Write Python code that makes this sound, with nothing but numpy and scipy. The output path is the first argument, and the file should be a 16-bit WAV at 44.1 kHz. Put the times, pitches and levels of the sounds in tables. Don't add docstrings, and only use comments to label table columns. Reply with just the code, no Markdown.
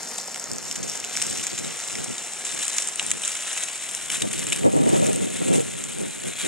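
import sys
import numpy as np
from scipy import signal
from scipy.fft import rfft, irfft
from scipy.io import wavfile
from scipy.ndimage import uniform_filter1d, map_coordinates

SR = 44100
rng = np.random.default_rng(int(sys.argv[2]) if len(sys.argv) > 2 else 0)


def dump_mix(stems):
    frames = np.atleast_2d(stems).T
    limited = np.clip(frames, -1, 1)
    pcm = np.round(limited * 32767).astype(np.int16)
    wavfile.write(sys.argv[1], SR, pcm)


N = 285414
TIME = np.arange(N) / SR

# freq_hz, gain_db
LEAF_SPECTRUM = [(300, -28), (1200, -18), (3900, -33), (4500, -4.5), (5300, -2.5), (6100, -1.5),
                 (6900, 4.5), (8000, 4.5), (9200, -1), (10500, -7), (12000, -8), (15500, -17.5)]
# freq_hz, gain_db
LITTER_SPECTRUM = [(100, -43), (600, -3.5), (1100, -8.5), (1700, -8), (2700, -1.5), (4000, 0.5), (4600, -7),
                   (7000, -12), (12000, -30)]

def tyres():
    crackle_db, crunch_db = crushing()
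    clumps = flutter(rate_hz=81)
    top = fractures(1.98 * clumps, per_s=4500, spread_db=2.0, span_hz=(5200, 10700), width_hz=600,
                    direct=0.18, pan_spread=0.22)
    deep = fractures(2.05 * clumps, per_s=2800, spread_db=2.0, span_hz=(1397, 3970), width_hz=390,
                     direct=0.13, pan_spread=0.11)
    stalks = fractures(clumps, per_s=110, spread_db=2.2, span_hz=(1900, 9000), width_hz=500,
                       direct=0.25, pan_spread=0.3, modes=8)
    crackle = gain_of(crackle_db - 1.64) * steadied(colour(top, LEAF_SPECTRUM))
    crunch = gain_of(crunch_db - 1.0) * steadied(colour(deep, LITTER_SPECTRUM))
    ticks = unit_rms(colour(stalks, LEAF_SPECTRUM) + .5 * colour(stalks, LITTER_SPECTRUM))
    return crackle + crunch + gain_of(crackle_db - 9.5) * ticks


# time_s, crackle_db, crunch_offset_db
ROLLING = [(0, -35.5, -25), (.35, -37.5, -17), (.57, -40, -12), (1.08, -36, -2), (1.55, -35, -2),
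           (2.35, -35.5, -4.5), (3.15, -35.5, -4.5), (3.85, -33, -4), (4.7, -36.5, -5.5),
           (4.97, -32.5, -3.5), (5.25, -34, -4), (6.2, -36, -4), (6.47, -35, 1)]
# start_s, length_s, crackle_db, crunch_offset_db
HEAPS = [(0.03, 0.19, -42.5, -7), (0.635, 0.071, -36.5, -6), (0.865, 0.086, -35.5, -5),
         (1.125, 0.33, -33.5, -5), (1.78, 0.13, -37.5, -5), (2.442, 0.2, -34, -2),
         (2.583, 0.27, -31.5, -4.5), (2.972, 0.12, -35, -3), (3.203, 0.14, -31, -4), (3.355, 0.29, -39, 2),
         (3.466, 0.18, -33, -3.5), (4.11, 0.045, -26, -4), (4.297, 0.13, -33, -3.5),
         (4.46, 0.14, -34.5, -2), (4.887, 0.2, -35.5, -3.5), (5.322, 0.23, -39, 0), (5.524, 0.036, -27, -6),
         (6.237, 0.071, -35.5, -6.5), (6.378, 0.13, -31, -3)]

def crushing(rise_s=0.012, settle_s=0.031):
    rolling_db, offset_db = curves(ROLLING)
    power = gain_of([rolling_db, rolling_db + offset_db]) ** 2
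    for start_s, length_s, heap_db, heap_offset_db in HEAPS:
        rise = np.clip((TIME - start_s) / rise_s, 0, 1)
        settle = np.exp(-np.maximum(TIME - start_s - length_s, 0) / settle_s)
        power += (gain_of([[heap_db], [heap_db + heap_offset_db]]) * rise * settle) ** 2
    return 10 * np.log10(power)


def fractures(clumps_db, per_s, spread_db, span_hz, width_hz, direct, pan_spread, modes=12):
    strength = gain_of(spread_db * np.minimum(rng.exponential(1, N), 4) + clumps_db)
    clicks = strength * rng.choice([-1, 1], N) * (rng.random(N) < per_s / SR)
    pan = pan_spread * rng.standard_normal(N)
    clicks = clicks * np.array([1 + pan, 1 - pan])
    leaf = rng.integers(0, modes, N)
    pitches_hz = np.geomspace(*span_hz, modes)
    rings = sum(ring(clicks * (leaf == k), hz, width_hz) for k, hz in enumerate(pitches_hz))
    return rings + direct * clicks


# start_s, crack_db, pitch_hz, decay_s
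LEAF_SNAPS = [(0.1825, -18.5, 7900, 0.0033), (0.3966, -21.5, 8060, 0.0026), (0.44, -22.5, 6500, 0.002),
              (0.4575, -30, 6600, .0007), (0.5156, -20.5, 7200, 0.0008), (0.534, -23, 7600, .0005),
              (0.5604, -27, 6300, .0005), (0.5836, -22.5, 6400, 0.00045), (0.726, -24, 7200, .0005),
              (0.756, -19.5, 7350, 0.0057), (0.829, -20.5, 6350, 0.0055), (0.88, -27, 6800, .0015),
              (0.8977, -20, 5700, .001), (0.955, -24, 7300, 0.0016), (1.001, -21.5, 6750, 0.0011),
              (1.1664, -18, 5700, 0.00058), (1.2169, -16, 8700, 0.0033), (1.2237, -13, 6700, 0.00076),
              (1.2657, -18.5, 7900, 0.0024), (1.3, -21, 7900, .001), (1.4682, -16, 6840, 0.001),
              (1.5774, -19.5, 7000, 0.0069), (1.5886, -21, 6400, 0.00053), (1.8764, -27, 7500, .001),
              (1.928, -25.5, 7500, .0008), (2.0418, -20.5, 8300, 0.0024), (2.3353, -25.5, 8140, .0004),
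              (2.4491, -19.5, 7160, 0.005), (2.4675, -29, 7500, .0005), (2.6806, -15.5, 8350, 0.0012),
              (2.7833, -13, 6740, 0.00087), (2.8228, -18.5, 5660, 0.002), (2.874, -17.5, 8200, 0.0012),
              (2.8866, -17, 7770, 0.0011), (2.9587, -21.5, 8750, 0.00049), (3.065, -18.5, 8700, 0.00073),
              (3.105, -17.5, 7600, 0.0022), (3.1144, -14.5, 8650, 0.00052), (3.219, -22, 8000, .002),
              (3.2499, -17, 7140, 0.00082), (3.2786, -15, 7800, 0.00051), (3.6363, -17.5, 7200, 0.00092),
              (3.9497, -16.5, 5950, 0.0009), (4.149, -19, 8500, .0025), (4.3306, -19, 9200, .0006),
              (4.3936, -18, 7950, .0005), (4.468, -16.5, 7300, 0.0016), (4.5018, -19, 7900, .0006),
              (4.562, -18, 7140, 0.00027), (4.7286, -25, 8000, .0005), (4.8933, -21.5, 8200, .0006),
              (5.0675, -17.5, 5900, 0.00065), (5.131, -19, 8000, .0004), (5.1598, -19, 8000, .0005),
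              (5.4802, -20.5, 8400, 0.0058), (5.839, -19, 7140, 0.0021), (5.9854, -23.5, 8900, .0008)]

def leaves():
    out = np.zeros(N)
    for start_s, crack_db, pitch_hz, decay_s in LEAF_SNAPS:
        weight_db = 2.3 * (crack_db + 17) + 6.5 * np.log2(decay_s / .001)
        knock_db = crack_db - 15.5 + weight_db
        add(out, start_s, snap(crack_db, knock_db, pitch_hz, decay_s, ringing=1.5, width_hz=570))
    return out


# start_s, knock_db, crack_db, pitch_hz, decay_s
TWIG_CRACKS = [(0.3446, -26.5, -24, 2430, 0.0012), (0.3595, -26.5, -26, 1650, 0.0011),
               (0.7124, -23.5, -21, 3000, 0.0011), (1.042, -22.5, -35, 2820, 0.00051),
               (1.154, -22, -30, 1970, 0.00092), (1.172, -21, -19, 1590, 0.0013),
               (1.3955, -21.5, -26, 2840, 0.004), (1.711, -28, -35, 2670, .001),
               (1.954, -23.5, -24, 2290, 0.0014), (2.181, -23.5, -22.5, 3600, 0.0024),
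               (2.7842, -18, -20, 4840, 0.0019), (2.9959, -10.5, -21, 3100, 0.0016),
               (3.115, -16.5, -13, 1780, 0.0019), (3.2372, -19, -35, 3300, 0.0028),
               (4.101, -17, -17, 3020, 0.0019), (4.2198, -13.5, -14, 3600, 0.0027),
               (4.5223, -13.5, -17, 2480, 0.0022), (4.5281, -14.5, -12, 2550, .0038)]

def twigs():
    out = np.zeros(N)
    for start_s, knock_db, crack_db, pitch_hz, decay_s in TWIG_CRACKS:
        add(out, start_s, snap(crack_db, knock_db, pitch_hz, decay_s, ringing=4.2, width_hz=680))
    return out


def snap(crack_db, knock_db, pitch_hz, decay_s, ringing, width_hz, size=1024):
    age = np.arange(size) / SR / decay_s
    tear = rng.standard_normal(size) * (1 - np.exp(-age / .18)) * np.exp(-age)
    tear[0] += 3.2
    tear += ringing * ring(tear, pitch_hz, width_hz)
    crack = butterworth(colour(tear, LEAF_SPECTRUM), 2, [4900, 11000], "band")
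    knock = butterworth(colour(tear, LITTER_SPECTRUM), 2, [1150, 4100], "band")
    return burst(crack, crack_db) + burst(knock, knock_db)


# time_s, first_notch_hz, whirr_db
ROUTE = [(0, 2920, -40), (.8, 3320, -41.5), (1.5, 3400, -42.5), (2.5, 4200, -42.5), (3.5, 4360, -44),
         (4.5, 5200, -45.5), (5.5, 4660, -47.5), (6.47, 5100, -49.5)]
# freq_hz, gain_db
GEAR_SPECTRUM = [(45, -35), (110, -15), (200, -3), (310, -4), (480, -0.5), (720, 0.5), (1050, -3),
                 (2000, -1.5), (5000, -8), (15000, -26)]

def gears(rough_db=1.5, hiss_hz=4100, width_hz=220, hiss_db=-14.0):
    _, whirr_db = curves(ROUTE)
    noise = rng.standard_normal(N) * gain_of(rough_db * flutter(rate_hz=96))
    whirr = unit_rms(colour(noise, GEAR_SPECTRUM))
    hiss = unit_rms(ring(ring(noise, hiss_hz, width_hz), hiss_hz, width_hz))
    return gain_of(whirr_db) * (whirr + gain_of(hiss_db) * hiss)


# start_s, level_db, pitch_hz
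SHELL_KNOCKS = [(0.187, -29, 726), (0.281, -29.5, 640), (3.017, -29, 850)]

def shell(width_hz=260, decay_s=0.0018, size=2048):
    out, t = np.zeros(N), np.arange(size) / SR
    for start_s, level_db, pitch_hz in SHELL_KNOCKS:
        rattle = rng.standard_normal(size) * np.exp(-t / decay_s)
        add(out, start_s, burst(ring(rattle, pitch_hz, width_hz), level_db))
    return out


# freq_hz, gain_db
WIND_SPECTRUM = [(25, -30), (50, -25), (90, -10), (140, -1.5), (220, -1), (320, -3.5), (500, -3.5),
                 (680, -9.5), (1000, -20), (1500, -33), (4000, -52)]

def wind(lumpy_db=4, trim_db=-17, bright_db_per_db=0.7):
    force_db = gusts() + 21
    lumps = gain_of(lumpy_db * np.tanh(flutter(rate_hz=41) / 2))
    eddies = colour(lumps * rng.standard_normal((2, N)), WIND_SPECTRUM)
    lows = butterworth(eddies, 1, 350, "low")
    opposed, common = lows + gain_of(bright_db_per_db * force_db) * (eddies - lows)
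    buffet = gain_of(force_db) * steadied(butterworth(opposed, 2, 90, "high"))
    deep = butterworth(common, 1, 55, "low") + 0.74 * gain_of(force_db / 2) * common
    thump = gain_of(0.73 * force_db - 21) * steadied(deep)
    return gain_of(trim_db) * np.array([thump + buffet, thump - buffet])


# peak_s, length_s, force_db
GUSTS = [(0.536, 0.09, -37.5), (0.832, 0.11, -36), (1.318, 0.26, -38.5), (1.537, 0.033, -34),
         (1.65, 0.15, -37), (1.995, 0.14, -37), (2.103, 0.067, -35.5), (2.562, 0.091, -42),
         (3.108, 0.2, -41.5), (4.245, 0.046, -26.5), (4.665, 0.072, -18), (4.777, 0.089, -21.5),
         (4.93, 0.43, -21), (5.097, 0.025, -24.5), (5.228, 0.12, -28.5), (5.419, .025, -26),
         (5.538, 0.16, -20.5), (6.024, 0.11, -31), (6.27, 0.075, -33.5), (6.463, 0.049, -28.5)]
# time_s, force_db
BREEZE = [(0, -89), (.65, -47.5), (1.45, -56), (2.3, -61), (3.85, -65), (4.25, -36), (5.4, -35),
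          (6.47, -47.5)]

def gusts():
    power = gain_of(curves(BREEZE)[0]) ** 2
    for peak_s, length_s, force_db in GUSTS:
        from_peak = np.minimum(abs(2 * (TIME - peak_s) / length_s), 10)
        power += gain_of(force_db) ** 2 * np.exp(-2 * from_peak ** 2)
    return 10 * np.log10(power)


def ground(x, echo=0.28, band_hz=5400, width_hz=1300, near_db=4.5, sink_db=-7):
    first_notch_hz, _ = curves(ROUTE)
    lag_samples = SR / (2 * first_notch_hz)
    bounce = map_coordinates(x, [np.arange(N) - lag_samples], order=3)
    x = (x + echo * bounce) / np.sqrt(1 + echo ** 2)
    bell = np.exp(-(2 * (np.fft.rfftfreq(N, 1 / SR) - band_hz) / width_hz) ** 2)
    band = irfft(rfft(x) * bell, N)
    band_db = near_db + sink_db * (TIME / TIME[-1]) ** 2
    return x + (gain_of(band_db) - 1) * band


def woodland(pair, level_db=-11.0, t60_s=0.074, size=12000):
    out, t = np.zeros((2, N)), np.arange(size) / SR
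    fade = gain_of(level_db) * unit_rms(gain_of(-60 * t / t60_s)) * (t > .001) / np.sqrt(size)
    hop = N // 12
    for start in range(-hop, N, hop):
        at = np.arange(max(start, 0), min(start + 2 * hop, N))
        stretch = pair[:, at] * np.sin(np.pi * (at - start) / (2 * hop))
        paths = fade * rng.standard_normal((2, size))
        for side, scatter in zip(out, signal.fftconvolve(stretch, paths, axes=1)):
            add(side, at[0] / SR, scatter)
    return out


# freq_hz, left_over_right_db, left_lead_rad
PORTS = [(1010, -1.3, 0.9), (2110, 1.7, -0.63), (3100, -1, -0.58), (4200, 5, -1.03), (5430, 1, 1.38),
         (6500, 2, 1), (7000, -2.5, 0.68), (8700, 6.5, 1.07), (9500, 6, -1), (11300, 1.5, 1.58)]

def ports(pair):
    balance_db, lead_rad = spectra(PORTS, np.fft.rfftfreq(N, 1 / SR))
    half = gain_of(balance_db / 2) * np.exp(.5j * lead_rad)
    return irfft(rfft(pair) * np.array([half, 1 / half]), N)


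def gain_of(db):
    return 10 ** (np.asarray(db) / 20)


def unit_rms(x):
    return x / np.sqrt(np.mean(x ** 2) + 1e-20)


def burst(x, level_db):
    return gain_of(level_db) * unit_rms(x) * np.sqrt(SR / 1000 / len(x))


def steadied(x, size=4410):
    power = uniform_filter1d(uniform_filter1d(x ** 2, size), size // 2)
    return x / np.sqrt(abs(power) + 1e-12)


def curves(rows):
    time_s, *columns = np.transpose(rows)
    return [np.interp(TIME, time_s, column) for column in columns]


def spectra(rows, hz):
    freq_hz, *columns = np.transpose(rows)
    return [np.interp(np.log(hz + 1), np.log(freq_hz + 1), column) for column in columns]


def add(mix, start_s, sound):
    part = mix[max(round(start_s * SR), 0):][:len(sound)]
    part += sound[:len(part)]


def colour(x, spectrum, size=2048):
    gain_db, = spectra(spectrum, abs(np.fft.fftfreq(size, 1 / SR)))
    response = np.exp(np.conj(signal.hilbert(np.log(gain_of(gain_db)))))
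    taps = np.fft.ifft(response).real[:size // 2]
    return signal.oaconvolve(x, np.array(taps, ndmin=x.ndim), axes=-1)[..., :x.shape[-1]]


def butterworth(x, order, edge_hz, kind):
    return signal.lfilter(*signal.butter(order, edge_hz, kind, fs=SR), x)


def ring(x, hz, width_hz):
    return signal.lfilter(*signal.iirpeak(hz, hz / width_hz, SR), x)


def flutter(rate_hz):
    hz = np.fft.rfftfreq(N, 1 / SR)
    return unit_rms(irfft(rfft(rng.standard_normal(N)) / (1 + (hz / rate_hz) ** 2), N))


def scene(overload=0.95):
    sources = tyres() + gears() + leaves() + twigs() + shell()
    truck = np.array([ground(side) for side in sources])
    return ports(truck + woodland(truck)) + overload * np.tanh(wind() / overload)


def record(dry, edge_hz=15900):
    taps = signal.firwin(511, edge_hz, window=("kaiser", 9), fs=SR)
    return signal.oaconvolve(dry, taps[None], "same")


dry = scene()
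out = record(dry)
dump_mix(out)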